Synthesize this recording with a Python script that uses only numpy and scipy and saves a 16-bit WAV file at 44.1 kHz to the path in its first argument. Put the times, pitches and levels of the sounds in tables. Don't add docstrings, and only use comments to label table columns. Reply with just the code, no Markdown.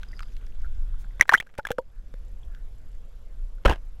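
import sys
import numpy as np
from scipy import signal
from scipy.fft import rfft, irfft, next_fast_len
from scipy.io import wavfile
from scipy.ndimage import uniform_filter1d, map_coordinates

SR = 44100
rng = np.random.default_rng(int(sys.argv[2]) if len(sys.argv) > 2 else 0)


def pcm_store(signal):
    levels = np.round(np.clip(np.atleast_2d(signal), -1, 1) * 32767)
    wavfile.write(sys.argv[1], SR, levels.astype(np.int16).T)


def level_to_linear(level):
    exponent = np.asarray(level, float) / 20
    return 10 ** exponent


N = 176400


def unit(x):
    return x / np.sqrt(np.mean(x ** 2) + 1e-20)


def along(points, hz):
    f, v = np.transpose(points)
    return np.interp(np.log(hz + 1), np.log(f + 1), v)


def curve(rows):
    return np.interp(np.arange(N) / SR, *np.transpose(rows))


def wobble(rate_hz, size=N):
    knots = rng.standard_normal(int(size * rate_hz / SR) + 4)
    return map_coordinates(knots, [np.arange(size) * rate_hz / SR])


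def coloured(gain_db, size=N):
    m = next_fast_len(size + 2048)
    spectrum = rfft(rng.standard_normal(m)) * level_to_linear(gain_db(np.fft.rfftfreq(m, 1 / SR)))
    return unit(irfft(spectrum, m)[:size])


def band(centre_hz, octaves):
    return coloured(lambda f: np.maximum(-12 * (np.log2((f + 1) / centre_hz) / octaves) ** 2, -90))


def bubbles(rows, wet=1):
    rise, attack_s, twin_db, twin_spread, flutter_db = 0.032, 0.00083, -11.5, 0.11, 5.5
    out, t = np.zeros(N + SR), np.arange(SR // 4) / SR
    for start_s, db, hz, t60_s in rows:
        age = t / t60_s
        tremble = wet * 0.5 * wobble(400, size=len(t))
        phase = 2 * np.pi * hz * (t + rise * wet * t ** 2 / t60_s) + tremble
        twin_ratio = 1 + twin_spread * rng.choice([-1, 1]) * rng.uniform(0.45, 1)
        twin = wet * level_to_linear(twin_db + 6 * age) * np.sin(twin_ratio * phase)
        fade = level_to_linear(-45 * age - 40 * age ** 2)
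        flutter = level_to_linear(wet * flutter_db * wobble(350, size=len(t)) * np.minimum(4 * age, 1))
        attack = 1 - np.exp(-t / attack_s)
        out[round(start_s * SR):][:len(t)] += level_to_linear(db + 1.5) * fade * (np.sin(phase) + twin) * flutter * attack
    return out[:N]


def bursts(rows, body, t60_s):
    grit_db = 3
    out, t = np.zeros(N + SR), np.arange(SR // 8) / SR
    age = t / t60_s
    fade = level_to_linear(-50 * age) + 2.1 * level_to_linear(-260 * age)
    attack = 1 - np.exp(-t / 0.00023)
    for start_s, db, *tilt_db in rows:
        puff = coloured(lambda f: along(body, f) + sum(tilt_db) * np.log2((f + 50) / 3000), size=len(t))
        grit = level_to_linear(grit_db * wobble(500, size=len(t)) * np.minimum(5 * age, 1))
        out[round(start_s * SR):][:len(t)] += level_to_linear(db - 8) * fade * puff * grit * attack
    return out[:N]


def patchy_hiss():
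    # frequency in Hz, density in dB per Hz.
    hiss_colour = [(59, -36), (100, -6.5), (316, -20), (1020, -28.5), (7250, -42.5), (9370, -47),
                   (13000, -46.5), (16000, -61.5)]
    z = signal.stft(coloured(lambda f: along(hiss_colour, f)), nperseg=512)[2]
    patches = uniform_filter1d(uniform_filter1d(rng.standard_normal(z.shape), 5, 0), 8, 1)
    return unit(signal.istft(z * level_to_linear(2 * unit(patches)), nperseg=512)[1][:N])


def frame_whine():
    frame_hz, whine_hz, blip_hz = 29.97, 11294, 7400
    t = np.arange(N) / SR
    gate = uniform_filter1d(((t * frame_hz - 0.43) % 1 < 0.42) * 1.0, size=90)
    whine = level_to_linear(-11 + 2 * wobble(60)) * gate * np.sin(2 * np.pi * whine_hz * t + 0.8 * wobble(300))
    since_s = (t * frame_hz - 0.42) % 1 / frame_hz
    blip = level_to_linear(-60 * since_s / 0.0066 + 4 * wobble(18)) * np.sin(2 * np.pi * blip_hz * since_s)
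    return whine + blip


def case_hum():
    # centre in Hz, width in octaves, level in air in dB, level under water in dB.
    resonances = [
        (1500, .2, -9.5, -21.5),
        (3420, .2, -14, -24),
        (500, 0.37, -14.5, -6),
    ]
    under_s = 1.3
    t = np.arange(N) / SR
    return sum(level_to_linear(np.where(t < under_s, air_db, water_db) + 2.53 * wobble(10)) * band(hz, octaves)
               for hz, octaves, air_db, water_db in resonances)


def floor():
    # time in seconds, hiss level in dB.
    gain = [(0, -63), (1.19, -64), (1.22, -70), (1.8, -71.5), (2.2, -64.5), (3.64, -65.5), (3.7, -64.5),
            (4, -65.5)]
    return level_to_linear(curve(gain)) * (level_to_linear(5.5) * patchy_hiss() + case_hum() + frame_whine())


def sway():
    # time in seconds, level in dB.
    sway_level = [(0, -32), (.3, -32), (.45, -33), (.56, -33), (.66, -28), (.87, -24), (1.0, -29),
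                  (1.18, -32), (1.22, -46.5), (1.78, -46), (1.9, -36), (2.1, -37), (2.3, -33), (2.8, -34),
                  (3.1, -38), (3.5, -33), (4, -32)]
    # frequency in Hz, density in dB per Hz.
    rumble = [(5, -27.5), (10, -0.5), (32, -1), (140, -40), (300, -120)]
    lumps = level_to_linear(2 * wobble(10))
    return level_to_linear(curve(sway_level)) * unit(lumps * coloured(lambda f: along(rumble, f)))


def crackle(count=260):
    # time in seconds, grain level in dB.
    film = [(0, -57), (.28, -54), (.6, -57), (4, -77.5)]
    when, pitch, size = rng.uniform(size=(count, 3)).T
    hz, t = 1100 * 6 ** pitch[:, None], np.arange(220) / SR
    start = (when ** 1.5 * (N - 1)).astype(int)
    peak = ((1 - size) ** -0.25)[:, None]
    grain = peak * np.exp(-t * hz / 2.3) * np.sin(2 * np.pi * hz * t)
    at = start[:, None] + np.arange(220)
    return level_to_linear(curve(film)) * np.bincount(at.ravel(), grain.ravel(), N + 220)[:N]


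def rubs():
    # centre in seconds, length in seconds, level in dB, frequency in Hz, width in octaves.
    strokes = [
        (0.178, 0.19, -69, 4850, .12),
        (0.654, 0.022, -48, 1457, 0.15),
        (1.008, 0.043, -65, 5000, 2.7),
        (1.972, 0.075, -69.5, 1500, 0.37),
        (2.55, 0.1, -65, 1550, 0.3),
    ]
    t = np.arange(N) / SR
    out = np.zeros(N)
    for centre_s, long_s, db, hz, octaves in strokes:
        swell_db = -27 * np.minimum(((t - centre_s) / long_s) ** 2, 9)
        out += level_to_linear(db + swell_db + 2.7 * wobble(140)) * band(hz, octaves)
    return out


def drops():
    # start in seconds, peak in dB, pitch in Hz.
    drips = [(0.0317, -31.5, 1500), (0.131, -39, 1960), (0.136, -42, 1960), (0.193, -30.5, 1380),
             (0.2052, -28.5, 1250), (0.2286, -34, 1340), (0.646, -37, 1490), (0.9423, -42.5, 1310),
             (1.045, -39, 1500), (1.108, -47.5, 2000), (2.4324, -47, 3270), (2.5482, -38, 1626),
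             (3.5825, -49.5, 1410)]
    # start in seconds, peak in dB.
    ticks = [
        (0.0858, -43.5),
        (0.118, -47),
        (0.1506, -50),
        (0.1657, -44),
        (0.173, -43),
        (0.2237, -38),
    ]
    # start in seconds, peak in dB, extra brightness in dB per octave if any.
    taps = [(0.0324, -31), (0.1931, -29), (0.2056, -33.5), (0.2314, -34), (0.3668, -37, 2), (0.4685, -42),
            (0.6175, -45, 4), (1.0427, -49), (2.14, -39), (2.5485, -42.5), (2.93, -49), (3.6363, -49.5)]
    # frequency in Hz, gain in dB.
    tap_colour = [(300, -50), (1400, 7), (3500, 2), (6000, -11), (16000, -22.5)]
    rings = [(*row, 0.013) for row in drips] + [(*row, 4850, 0.01) for row in ticks]
    return bubbles(rings, wet=0.76) + bursts(taps, tap_colour, 0.0099)


def scrape():
    # start in seconds, peak in dB, extra brightness in dB per octave if any.
    slips = [(3.651, -12), (3.6565, -4), (3.6605, -7.5), (3.664, -13), (3.677, -16.5), (3.681, -15),
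             (3.6968, -10.5, 1), (3.7035, -13.5), (3.7115, -16.5), (3.717, -16.5), (3.7236, -16.5, 0.86),
             (3.730, -22.5), (3.735, -27), (3.742, -34), (3.7583, -37, 3)]
    # time in seconds, level in dB.
    grind_level = [(3.651, -21), (3.673, -34.5), (3.68, -30.5), (3.736, -36), (3.742, -46), (3.79, -60)]
    # frequency in Hz, density in dB per Hz.
    rock = [(150, -4.5), (700, -6), (1150, -11.5), (1650, -14.5), (2250, -18.5), (3000, -16.5), (4000, -29),
            (16000, -53)]
    # start in seconds, peak in dB, pitch in Hz, t60 in seconds.
    pushes = [
        (3.6522, -9.5, 429, 0.015),
        (3.6555, -13.5, 190, 0.039),
        (3.6605, -22, 60, .1),
        (3.6552, -10.5, 576, 0.04),
        (3.6572, -8, 36.6, 0.13),
        (3.6942, -14, 60, 0.12),
    ]
    # start in seconds, peak in dB, pitch in Hz, t60 in seconds.
    chatter = [(3.6515, -21, 3080, 0.017), (3.657, -21.5, 2260, 0.019), (3.658, -23.5, 3050, 0.024),
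               (3.659, -13.5, 1298, 0.024), (3.681, -25.5, 1620, 0.089), (3.687, -24, 770, .04),
               (3.704, -27, 820, 0.018), (3.705, -25.5, 2770, 0.023), (3.711, -17, 906, 0.026),
               (3.728, -30, 1600, 0.044), (3.762, -50, 1700, .015), (3.6515, -16, 850, .015),
               (3.697, -21, 797, .015)]
    gate = np.interp(np.arange(N) / SR, [3.650, 3.652, 3.77, 3.79], [0, 1, 1, 0])
    grind = gate * level_to_linear(curve(grind_level) + 5 * wobble(300)) * coloured(lambda f: along(rock, f))
    return grind + bursts(slips, rock, 0.014) + bubbles(pushes, wet=0) + bubbles(chatter, wet=0.9)


def thuds():
    # start in seconds, peak in dB.
    closures = [
        (1.201, -26.5),
        (1.294, -34),
        (1.3228, -34.5),
        (1.402, -33.5),
        (1.587, -26),
        (1.660, -47),
        (1.7078, -24.5),
        (1.7877, -33),
        (2.14, -36.5),
    ]
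    t = np.arange(N) / SR
    out = np.zeros(N)
    for start_s, db in closures:
        age = np.clip(t - start_s, 0, 1) / 0.00097
        out += level_to_linear(db) * np.e * age * np.exp(-age)
    return out


def slaps():
    # start in seconds, peak in dB, brightness in dB per octave.
    hits = [(1.1973, -24, -5), (1.2005, -32, -3), (1.2103, -17, -0.5), (1.2225, -20.5, -1.5),
            (1.2294, -34, -4), (1.2547, -42, -7), (1.2798, -35, 0), (1.2922, -14, -2.5), (1.3148, -28, -3),
            (1.3205, -27, -1.5), (1.3232, -19.5, -3), (1.329, -24, -4), (1.3357, -11.5, -2),
            (1.3444, -20, -2.5), (1.350, -21, -4), (1.3660, -34, -1), (1.3751, -33, -1), (1.379, -37, -1),
            (1.4009, -26, 2), (1.4075, -32.5, -3), (1.4245, -38.5, -3), (1.4655, -52, -3), (1.469, -51, 1),
            (1.4918, -50, -3), (1.498, -50, -4), (1.5045, -60, -3), (1.5401, -45.5, -2), (1.552, -44.5, -2),
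            (1.578, -44, 1), (1.5818, -30, 2.5), (1.5875, -37, -2), (1.5954, -38, -3),
            (1.6517, -29.5, -2.5), (1.6695, -24.5, 1.5), (1.6882, -34, -6), (1.695, -41, -3),
            (1.7052, -26.5, -2), (1.7084, -30, -3), (1.7163, -24, 3), (1.7833, -31.5, -4)]
    # frequency in Hz, gain in dB.
    shell = [(100, -22.5), (500, -6.5), (1500, 2.5), (3200, -2.5), (4500, -14.5), (5800, -13), (9000, -18),
             (16000, -22)]
    return bursts(hits, shell, 0.02)


def glugs():
    # start in seconds, peak in dB, pitch in Hz, t60 in seconds.
    pockets = [(1.3205, -18, 1300, .012), (1.3228, -9.5, 1040, 0.015), (1.3255, -14.5, 852, 0.035),
               (1.586, -24.5, 562, 0.039), (1.589, -26, 857, 0.046), (1.705, -18.5, 492, 0.047),
               (1.705, -20.5, 787, 0.026), (1.716, -36, 500, 0.096), (1.784, -15.5, 1360, 0.0082),
               (1.785, -16.5, 509.4, 0.05), (1.802, -40, 520, 0.079), (1.786, -28.5, 938, 0.052),
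               (2.139, -38.5, 512, 0.025)]
    return bubbles(pockets, wet=0.29)


def plops():
    # start in seconds, peak in dB, pitch in Hz, t60 in seconds.
    small = [(1.2101, 3.5, 1910, 0.009), (1.21063, 5, 1950, 0.008), (1.2133, -12, 1950, 0.018),
             (1.218, -24, 1950, 0.013), (1.2245, -22, 2200, 0.018), (1.2285, -34, 3300, .016),
             (1.2548, -39, 1600, 0.012), (1.273, -50, 7800, .01), (1.2925, -15.5, 4000, 0.0096),
             (1.2923, -12.5, 1154, .02), (1.2933, -2, 1700, 0.015), (1.2978, -15, 1750, .025),
             (1.304, -24, 1890, 0.016), (1.3154, -20.5, 1500, .015), (1.3358, -13.5, 6240, 0.0063),
             (1.3358, -19, 3500, 0.009), (1.3368, -11.5, 1801, 0.036), (1.3396, 0.5, 1380, 0.011),
             (1.3425, -4.5, 1660, 0.026), (1.3465, -14, 1300, .02), (1.3497, -12.5, 1950, 0.03),
             (1.3786, -27, 3130, 0.028), (1.4009, -15, 1846, 0.013), (1.4015, -27.5, 3335, .018),
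             (1.4066, -24, 2300, 0.013), (1.4700, -45.5, 1580, 0.03), (1.5938, -27.5, 1438, 0.026),
             (1.6513, -20, 1616, 0.024), (1.6697, -22.5, 3290, 0.0094), (1.7165, -25, 1600, 0.019)]
    return bubbles(small)


def scene():
    background = floor() + sway()
    case = crackle() + rubs() + drops() + scrape()
    water = thuds() + slaps() + glugs() + plops()
    return (background + case + water)[None]


def band_limit(x):
    return signal.sosfilt(signal.butter(12, 16450, fs=SR, output="sos"), x)


def record(dry):
    sensor_hz, top_hz = 48000, 16200
    picked = np.round(np.arange(N) * sensor_hz / SR) * SR / sensor_hz
    coarse = map_coordinates(np.clip(dry[0] + 0.0043, -1, 1), [picked], mode="nearest")
    m = next_fast_len(N + 2048)
    low_pass = np.clip((top_hz - np.fft.rfftfreq(m, 1 / SR)) / 500, 0, 1)
    padded = np.pad(coarse, 1024, "reflect")
    band_limited = irfft(rfft(padded, m) * low_pass, m)[None, 1024:N + 1024]
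    finished = np.clip(band_limited, -1, 1)
    return band_limit(finished)


dry = scene()
out = record(dry)
pcm_store(out)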